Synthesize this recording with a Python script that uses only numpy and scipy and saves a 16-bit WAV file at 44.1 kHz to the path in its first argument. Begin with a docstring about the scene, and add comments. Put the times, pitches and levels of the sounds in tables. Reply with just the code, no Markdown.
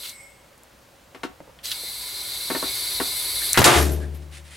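"""A workshop floor: compressed air hisses through the valve of a worn moped tyre, ringing the stem.
The casing knocks and rubs on the rim as it stretches, then creaks, snaps its cords and rips open.
The tube bursts with a roaring blast that howls across the torn casing. The tyre is left booming on
a low note while the last air squeals out and the slack rubber rustles and settles."""
import sys
import numpy as np
from scipy import signal
from scipy.fft import rfft, irfft
from scipy.io import wavfile

SR = 44100
rng = np.random.default_rng(int(sys.argv[2]) if len(sys.argv) > 2 else 0)


def inscribe(sig):
    """Save sig as 16-bit PCM at rate SR to the path in sys.argv[1].

    A 1-D sig is mono; a 2-D sig holds one channel per row.
    Samples are clipped to [-1, 1] before scaling.
    """
    pcm = np.round(np.clip(np.atleast_2d(sig).T, -1, 1) * 32767)
    wavfile.write(sys.argv[1], SR, pcm.astype(np.int16))


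N = 201477
T = np.arange(N) / SR
HZ = np.maximum(np.arange(N // 2 + 1) * SR / N, 1)
BURST_S, EMPTY_S = 3.6415, 3.78
BOOM_S, BOOM_RISE_S = 3.745, 0.046

# Noise spectra. Each row: frequency in Hz, relative density in dB.
ROAR_SPECTRUM = [(30, -24), (60, -12), (130, -4.5), (230, -9), (355, 1.5), (480, -6.5), (700, -8.5)]
RUSH_SPECTRUM = [(350, -19), (560, -8), (720, -2), (870, -5), (1050, -5), (1500, -3), (1900, -7),
                 (2600, -8), (3600, -9)]
HISS_SPECTRUM = [(1800, 2.5), (2700, -1.5), (4000, 1), (6000, 0.5), (9000, 0.5), (11500, -3), (15500, -17)]
TEAR_SPECTRUM = [(45, -16), (95, -7), (135, 0), (220, -12), (350, -8), (600, -10), (1000, -4), (1800, -5.5),
                 (3000, -10), (6000, -15.5), (10000, -20.5), (15000, -26)]
VALVE_SPECTRUM = [(300, -6), (700, -8), (1400, -7), (2800, -6.5), (3600, -6.5), (4600, -3), (5600, -4),
                  (7000, -7), (9000, -15)]
JET_SPECTRUM = [(5000, -27), (7300, -9), (7800, 1), (9300, 0.5), (11000, 1.5), (12800, 0), (13500, -3.5),
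                (15800, -10)]
CRACK_SPECTRUM = [(60, -11), (150, -2.5), (300, -14), (600, -4.5), (1100, 1), (1800, -2.5), (2400, -3),
                  (6000, -5.5), (15000, 2.5)]
SPIT_SPECTRUM = [(1300, -11), (2200, -10.5), (2800, -2), (3400, 2.5), (4200, -7), (7000, -10),
                 (14000, -10.5)]
SQUEAL_SPECTRUM = [(5500, -6), (8000, -15), (9750, -2), (10400, -3), (11200, 4), (12100, -4), (12550, -7),
                   (13000, -4), (13600, -10), (14800, -20)]
RUBBER_SPECTRUM = [(530, -45), (900, -22), (1330, -9.5), (1890, -2.5), (4110, -6), (6130, -12),
                   (9700, -8.5), (12700, -23), (15000, -41)]
ROOM_SPECTRUM = [(15, -45), (25, -10), (114, -5), (185, -6), (301, -7), (405, -10), (575, -5), (641, -9),
                 (775, -9), (2350, -15), (2910, -16.5), (3720, -17.5), (16000, -26.5)]
# Resonances that colour noise. Each row: frequency in Hz, nominal width in Hz, nominal level in dB.
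OPEN_CASING_MODES = [(352, 34, -0.5), (722, 34, 1), (853, 44, 0.5), (1022, 40, -0.5), (1173, 29, 4),
                     (1350, 30, -8), (1520, 68, -4)]
VALVE_MODES = [(2133, 30, -5.5), (2213, 15, -3.5), (3140, 80, -14.5), (3436, 94, -9), (3612, 49, -2.5),
               (3725, 45, -3.5), (3965, 33, 2), (4070, 45, 3), (4287, 79, -2), (4493, 39, -5.5),
               (4520, 42, 0), (4700, 54, -6.5), (4925, 70, -5), (6000, 130, -11.5)]
JET_MODES = [(7800, 250, -8), (8270, 130, -7), (8650, 70, -8), (9050, 150, -9), (9900, 170, 1),
             (10620, 55, 1), (10780, 50, -4), (11100, 100, -1), (11460, 45, 0), (11800, 80, -5),
             (12000, 60, -3), (12560, 100, -1), (12920, 120, -4)]
TRICKLE_MODES = [(2173, 20, 5.5), (5300, 300, -19), (7740, 78, -6), (8230, 85, -6.5), (9000, 110, -14),
                 (11460, 51, -16)]
HUM_MODES = [(554, 3.2, 7), (785, 10, -12), (942, 3.6, -5)]
# Ringing of the tyre, torn and taut. 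Each row: frequency in Hz, relative level in dB, t60 in seconds.
TORN_MODES = [(74.4, -15.5, 1.41), (136, -27, 0.94), (149, -32.5, 1.6), (184, -36.5, 1.33),
              (255, -35, 1.04), (290, -33, 0.92), (347.6, -37, 1.52), (363, -25.5, 0.84), (436, -28, 0.72),
              (615, -36, 0.88), (696, -35, .55), (820, -36, 0.38), (1194, -35, 0.28)]
TAUT_MODES = [(180, -5, 0.063), (262, -2, 0.13), (390, -3.5, 0.17), (489, -2, 0.1), (654, -2.5, .1),
              (740, -10, 0.18), (914, -6.5, 0.15), (1113, 0, 0.099), (1360, -6.5, 0.11), (1494, -6.5, 0.11),
              (1790, -0.5, 0.064), (2094, -2.5, 0.043), (2740, -11, 0.14), (2970, -11, .12),
              (6350, -22, .07)]
# Sidewall rips. Each row: start in seconds, shock level in dB, shock length in seconds, tearing in dB.
RIPS = [(3.574, -5.5, 0.00098, -8.5), (3.579, -18, 0.0016, -13.5), (3.5835, -9, 0.0033, -23),
        (3.5925, -4, .002, -19), (3.597, -5.5, .005, -26), (3.607, -11, 0.0031, -30),
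        (3.6172, -0.5, 0.00097, -16.5)]
# Valve open. Each row: start in seconds, end in seconds.
VALVE_OPEN_S = [(-0.05, 0.102), (1.633, 3.63)]
# Air flow through the valve. Each row: time in seconds, level in dB.
VALVE_FLOW = [(0.05, -40.5), (1.78, -36.5), (2.38, -33.5), (2.77, -30), (3.3, -30), (3.51, -28.8),
              (3.56, -33)]
# Casing slips on the rim. Each row: start in seconds, level in dB, low-pass in Hz, thud gain.
KNOCKS = [(1.147, -32.5, 3600, 0.62), (1.2332, -20, 3980, 1.36), (2.502, -16, 2050, 0.94),
          (2.549, -16.5, 2100, 0.86), (2.626, -18.5, 1810, 0.85), (3.0, -14, 1900, 0.82)]
# Air chuck ticks on the valve, cords snap in the casing, soft bumps meet the wheel.
# Each row: start in seconds, level in dB, pitch in Hz, t60 in seconds.
CHUCK_TICKS = [(0.094, -24, 7000, 0.037), (0.579, -37, 9000, 0.01), (0.6345, -29, 9000, 0.0059),
               (1.589, -31, 2440, 0.043), (1.645, -25, 5500, .04), (1.656, -16.5, 5100, 0.054),
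               (1.7161, -7.5, 4060, 0.02)]
CORD_SNAPS = [(3.5318, 5, 8500, 0.0072), (3.591, 0, 9600, 0.017), (3.607, -5, 6070, 0.018),
              (3.627, -9.5, 1740, .07)]
BUMPS = [(1.4035, -30.5, 540, 0.022), (1.41, -39, 298, 0.035), (1.477, -41.5, 476, .05),
         (1.493, -39, 533, 0.039), (1.835, -34.5, 456, 0.03)]
# Air spits at the chuck, air squeals from the tube, rubber rubs on the rim.
# Each row: start in seconds, level in dB, then attack, hold and t60 in seconds.
SPITS = [(0.005, -37, 0.055, 0.012, 0.15), (1.628, -38, 0.018, 0.036, 0.15),
         (1.7, -30, 0.019, 0.003, 0.075)]
SQUEALS = [(3.765, -33.5, 0.045, 0.02, 0.22), (3.885, -43, 0.035, 0.015, 0.2),
           (4.135, -56, 0.015, 0.008, 0.14)]
RUBS = [(3.405, -36, 0.018, 0.008, 0.13), (4.005, -44, 0.016, 0.015, 0.15)]
# Slack folds shift. Each row: start in seconds, level in dB, hold in seconds.
RUSTLES = [(4.0, -53, 0.003), (4.127, -52, 0.004), (4.203, -56, 0.002), (4.31, -44.5, 0.046),
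           (4.434, -51.5, 0.035), (4.493, -46, 0.043)]
# Stereo width of the noise. Each row: frequency in Hz, side minus mid in dB.
STEREO_WIDTH = [(60, -38), (150, -12), (380, -8), (950, -5), (2400, -8), (6000, -12), (10000, -10),
                (14000, -24)]


def blast(flap_depth=0.18, rough_db=0.5):
    """The tube empties: a bright crack, a howl across the open casing, a roar chopped by the tear."""
    roar = emptying(0.022, surge_db=-16, hold_s=0.018, surge_t60_s=0.2062, flow_db=-24, flow_t60_s=0.81)
    rush = emptying(0.012, surge_db=-13.5, hold_s=0.025, surge_t60_s=0.45, flow_db=-18, flow_t60_s=0.22)
    hiss = emptying(0.0002, surge_db=-9, hold_s=0.002, surge_t60_s=0.22, flow_db=-23, flow_t60_s=0.44)
    casing = resonances(OPEN_CASING_MODES)
    roar = roar * noise(slope(ROAR_SPECTRUM))
    rush = rush * (from_db(-1.3) * noise(slope(RUSH_SPECTRUM)) + from_db(-9.5) * noise(casing))
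    howl = swell(3.648, db=-14.5, attack_s=0.014, hold_s=0.02, t60_s=0.25) * noise(casing)
    hiss = hiss * noise(slope(HISS_SPECTRUM) * reflections(depth=0.37, longest_s=0.0087))
    flap_hz = TORN_MODES[0][0]
    flap = 1 + flap_depth * ramp(BOOM_S, BOOM_RISE_S) * sine(flap_hz, T - BOOM_S)
    return (roar * pan(5.2) + (rush + howl) * pan(0.91) + hiss) * flap * from_db(rough_db * drift(90))


def emptying(attack_s, surge_db, hold_s, surge_t60_s, flow_db, flow_t60_s, room_db=-20.5, room_t60_s=1):
    """Envelope of one band of the blast: surge, steady outflow, aftersound in the workshop."""
    flow_s = EMPTY_S - BURST_S - attack_s
    return swells([(BURST_S, surge_db, attack_s, hold_s, surge_t60_s),
                   (BURST_S, flow_db, attack_s, flow_s, flow_t60_s),
                   (BURST_S, flow_db + room_db, attack_s, flow_s, room_t60_s)])


def boom(waver_db=2.5, rumble_db=-35, rumble_t60_s=1.0):
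    """Escaping air swells the modes of the torn tyre, which ring out over a rumble."""
    age_s = np.maximum(T - BOOM_S - BOOM_RISE_S, 0)
    ring = 0
    for hz, db, t60_s in TORN_MODES:
        level = from_db(db + waver_db * drift(21) * min(hz / 200, 1))
        ring += level * decay(age_s, t60_s) * sine(hz, T - BOOM_S)
    rumble = from_db(rumble_db) * noise(slope([(30, -12), (80, 0), (200, 2), (450, -18)]))
    return (ring + rumble * decay(age_s, rumble_t60_s)) * ramp(BOOM_S, BOOM_RISE_S) * pan(5.5)


def rips(tear_t60_s=0.11, lowpass_hz=6000):
    """Each rip of the sidewall sends out an N-shaped shock and a spray of tearing noise."""
    shocks, tear_power = np.zeros((2, N)), 0
    for start_s, db, length_s, tear_db in RIPS:
        add(shocks, start_s, from_db(db) * np.linspace(1, -1, int(length_s * SR)))
        tear_power += (from_db(tear_db) * dying(start_s, tear_t60_s)) ** 2
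    shocks = workshop(filtered(shocks, lowpass_hz, "low"), wet_db=-12, t60_s=0.18, lowpass_hz=2500)
    return (shocks + np.sqrt(tear_power) * noise(slope(TEAR_SPECTRUM))) * pan(1.5)


def inflation(attack_s=0.013, shut_t60_s=0.17, jet_growth_db=4, sharpen_db=5.0, flutter_db=0.61):
    """Turbulence in the valve rings the stem; as the tyre fills, the jet grows and rings more."""
    fill_s = VALVE_OPEN_S[1][0]
    pressure = ramp(fill_s, BURST_S - fill_s)
    flow_db = np.interp(T, *np.transpose(VALVE_FLOW))
    jet_db = flow_db - 2.5 + jet_growth_db * pressure ** 2.4
    opening = swells([(on_s, 0, attack_s, off_s - on_s - attack_s, shut_t60_s)
                      for on_s, off_s in VALVE_OPEN_S])
    sharpness = from_db(sharpen_db * (pressure - 0.5))
    comb = reflections(depth=0.7, longest_s=0.012)
    stem_ring = from_db(0.0) * noise(resonances(VALVE_MODES) ** 1.24)  # the power sharpens the peaks
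    valve_hiss = from_db(-6.5) * noise(slope(VALVE_SPECTRUM) * comb)
    jet_ring = from_db(-3.7) * sharpness * noise(resonances(JET_MODES) ** 1.3 * slope(JET_SPECTRUM))
    jet_hiss = from_db(-1.5) / sharpness * noise(slope(JET_SPECTRUM) * comb)
    valve = from_db(flow_db + flutter_db * drift(19)) * (stem_ring + valve_hiss)
    jet = from_db(jet_db + flutter_db * drift(25)) * (jet_ring + jet_hiss)
    return opening * (valve + jet) * pan(0.81)


def knocks(crack_db=-1.5, crack_t60_s=0.13, ring_db=-11, thud_hz=325, thud_s=0.0035, thud_lag_s=0.018):
    """Each slip on the rim cracks and rings the taut casing; a hollow thud follows round the tyre."""
    out, size = np.zeros((2, N)), SR // 3
    t = T[:size]
    grit = noise(slope(CRACK_SPECTRUM))
    thud = from_db(-6) * sine(thud_hz, t) * np.exp(-((t - thud_lag_s) / thud_s) ** 2)
    rings = np.array([from_db(db + ring_db) * decay(t, t60_s) * sine(hz, t)
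                      for hz, db, t60_s in TAUT_MODES])
    for start_s, db, lowpass_hz, thud_gain in KNOCKS:
        at = int(start_s * SR)
        crack = from_db(crack_db) * grit[:, at:at + size] * decay(t, crack_t60_s)
        mode_gains = from_db(rng.normal(0, 0.74, len(rings))) * rng.choice([-1, 1], len(rings))
        knock = crack + thud_gain * thud + mode_gains @ rings
        add(out, start_s, from_db(db) * filtered(knock, lowpass_hz, "low"))
    return workshop(filtered(out, 176, "high"), wet_db=-15.5, t60_s=0.26, lowpass_hz=2600) * pan(2.0)


def snaps(rows, band_ratio=1.4, grain_db=-11, click_t60_cycles=6.7):
    """Each snap rings a few cycles at its own pitch and leaves a short grainy tail."""
    out, t = np.zeros((2, N)), T[:SR // 8]
    for start_s, db, hz, t60_s in rows:
        click = sine(hz, t) * decay(t, click_t60_cycles / hz)
        grain = filtered(rng.standard_normal(len(t)), [hz / band_ratio, hz * band_ratio], "band", 3)
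        tail = from_db(grain_db) * unit_rms(grain) * decay(t, t60_s)
        add(out, start_s, from_db(db) * filtered(click + tail, hz / 2, "high"))
    return workshop(out, wet_db=-11, t60_s=0.25, lowpass_hz=5000)


def creak_slips(start_s=3.5443, gap_s=0.0064, db=-10.8, hz=1900, t60_s=0.014, count=5):
    """The sidewall creaks before it gives: evenly spaced slips, as rows for snaps()."""
    return [(start_s + k * gap_s, db, hz, t60_s) for k in range(count)]


def squeal(from_hz=11300, to_hz=12000, glide_s=0.16, width_hz=280, hiss_db=0.5, sputter_db=1.8):
    """The last air sputters out with a thin whistle that rises as the tear closes."""
    hz = from_hz + (to_hz - from_hz) * ramp(SQUEALS[0][0], glide_s)
    whistle = unit_rms(drift(width_hz) * np.sin(2 * np.pi * np.cumsum(hz) / SR))
    puffs = swells(SQUEALS) * from_db(sputter_db * drift(60))
    return puffs * (whistle + from_db(hiss_db) * noise(slope(SQUEAL_SPECTRUM)))


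def spit(sputter_db=2.0):
    """Air escapes round the seal of the chuck as it is pressed on and off."""
    return swells(SPITS) * from_db(sputter_db * drift(80)) * noise(slope(SPIT_SPECTRUM))


def bumps(grit_db=-5):
    """Soft bumps on the wheel: a dull, brief note with a little contact noise."""
    out, t = np.zeros((2, N)), T[:SR // 8]
    for start_s, db, hz, t60_s in BUMPS:
        grit = unit_rms(filtered(rng.standard_normal(len(t)), [hz / 2, hz * 2], "band"))
        add(out, start_s, from_db(db) * (sine(hz, t) + from_db(grit_db) * grit) * decay(t, t60_s))
    return workshop(out, wet_db=-14.5, t60_s=0.23, lowpass_hz=2000)


def rubs(chirp_hz=1670, hiss_db=-10):
    """Stretched rubber slides on the rim and sings in one broad resonance."""
    chirp = noise(resonances([(chirp_hz, 260, 0)]) ** 2)
    return swells(RUBS) * (chirp + from_db(hiss_db) * noise(slope(RUBBER_SPECTRUM)))


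def trickle():
    """A trickle of air sings on in narrow resonances as the valve first shuts."""
    return swell(0, db=-45.5, attack_s=0.15, hold_s=0.07, t60_s=0.65) * noise(resonances(TRICKLE_MODES))


def rustle(attack_s=0.023, t60_s=0.17, grain_db=1.2):
    """Slack rubber settles in short grainy slides."""
    slides = swells([(start_s, db, attack_s, hold_s, t60_s) for start_s, db, hold_s in RUSTLES])
    return slides * from_db(grain_db * drift(150)) * noise(slope(RUBBER_SPECTRUM))


def background(air_db=-53.5, hum_db=-65, rumble_db=-64, growth_db=18.5, grow_from_s=1.1, t60_s=3.3):
    """Workshop air, a faint hum and a low rumble that grows until the burst, then fades."""
    level = from_db(rumble_db + growth_db * ramp(grow_from_s, BURST_S - grow_from_s))
    fade = decay(T - BURST_S, t60_s)
    rumble = level * fade * noise(slope([(28, -42), (58, 1), (75, -13.5), (110, -8.5)]))
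    air = from_db(air_db) * noise(slope(ROOM_SPECTRUM))
    return air + from_db(hum_db) * noise(resonances(HUM_MODES)) + rumble


def workshop(x, wet_db, t60_s, lowpass_hz):
    """Direct sound plus a short, dull scatter from floor and walls."""
    tail = filtered(rng.standard_normal((2, N)), lowpass_hz, "low", order=1) * dying(0.00134, t60_s)
    tail = tail[:, :SR // 2] / np.sqrt(np.sum(tail ** 2) / 2)
    return x + from_db(wet_db) * signal.fftconvolve(x, tail, axes=1)[:, :N]


def reflections(depth, longest_s, count=14):
    """Reflections between rim, spokes and floor comb the spectrum."""
    lags_s = rng.uniform(longest_s / 8, longest_s, count)
    return np.abs(1 + depth / np.sqrt(count) * sum(np.exp(-2j * np.pi * HZ * lag) for lag in lags_s))


def from_db(db):
    """Decibels to gain."""
    return 10 ** (np.asarray(db) / 20)


def unit_rms(x):
    """Scale to unit power."""
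    return x / np.sqrt(np.mean(x ** 2) + 1e-20)


def sine(hz, t):
    """Unit sine over t in seconds."""
    return np.sin(2 * np.pi * hz * t)


def slope(points):
    """Gain per frequency through (Hz, dB) points; 24 dB per octave down past the ends."""
    hz, db = np.transpose(points)
    octaves_outside = np.abs(np.log2(HZ / np.clip(HZ, hz.min(), hz.max())))
    return from_db(np.interp(np.log(HZ), np.log(hz), db) - 24 * octaves_outside)


def resonances(modes):
    """Gain per frequency of resonances added in power."""
    return np.sqrt(sum(from_db(db) ** 2 / (1 + ((HZ ** 2 - hz ** 2) / (HZ * width_hz)) ** 2)
                       for hz, width_hz, db in modes))


def noise(colour):
    """Coloured stereo noise, unit power."""
    mid, side = rfft(rng.standard_normal((2, N)))
    hz, db = np.transpose(STEREO_WIDTH)
    side *= from_db(np.interp(np.log(HZ), np.log(hz), db))
    return unit_rms(irfft(colour * np.array([mid + side, mid - side]), N))


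def drift(rate_hz):
    """Smooth random wander, unit power."""
    return unit_rms(irfft(rfft(rng.standard_normal(N)) / (1 + (HZ / rate_hz) ** 2), N))


def pan(left_db):
    """Channel gains, left over right by left_db."""
    return from_db(np.array([[left_db], [-left_db]]) / 2)


def ramp(start_s, length_s):
    """Linear rise from 0 to 1."""
    return np.clip((T - start_s) / length_s, 0, 1)


def decay(age_s, t60_s):
    """1 until age zero, then 60 dB down per t60."""
    return from_db(-60 * np.clip(age_s / t60_s, 0, 4))


def dying(start_s, t60_s):
    """Jump to 1, then decay."""
    return (T >= start_s) * decay(T - start_s, t60_s)


def swell(start_s, db, attack_s, hold_s, t60_s):
    """Rise, hold, decay."""
    return from_db(db) * ramp(start_s, attack_s) * decay(T - start_s - attack_s - hold_s, t60_s)


def swells(rows):
    """Swells added in power."""
    return np.sqrt(sum(swell(*row) ** 2 for row in rows))


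def filtered(x, hz, kind, order=2):
    """Butterworth filter."""
    sos = signal.butter(order, np.clip(hz, 10, 0.45 * SR), kind, fs=SR, output="sos")
    return signal.sosfilt(sos, x + 1e-18)


def add(out, start_s, sound):
    """Mix in a short sound."""
    at = int(start_s * SR)
    out[:, at:at + sound.shape[-1]] += sound[..., :N - at]


def scene():
    """Filling, straining, bursting, settling."""
    filling = background() + inflation() + spit() + trickle()
    straining = knocks() + bumps() + snaps([*CHUCK_TICKS, *CORD_SNAPS, *creak_slips()]) + rubs() + rips()
    return filling + straining + blast() + boom() + squeal() + rustle()


def record(dry, ceiling=0.82, cutoff_hz=15900):
    """Soft clip, then a steep low-pass."""
    lowpass = signal.ellip(10, 0.1, 80, cutoff_hz, fs=SR, output="sos")
    return signal.sosfilt(lowpass, ceiling * np.tanh(dry / ceiling))


dry = scene()
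out = record(dry)
inscribe(out)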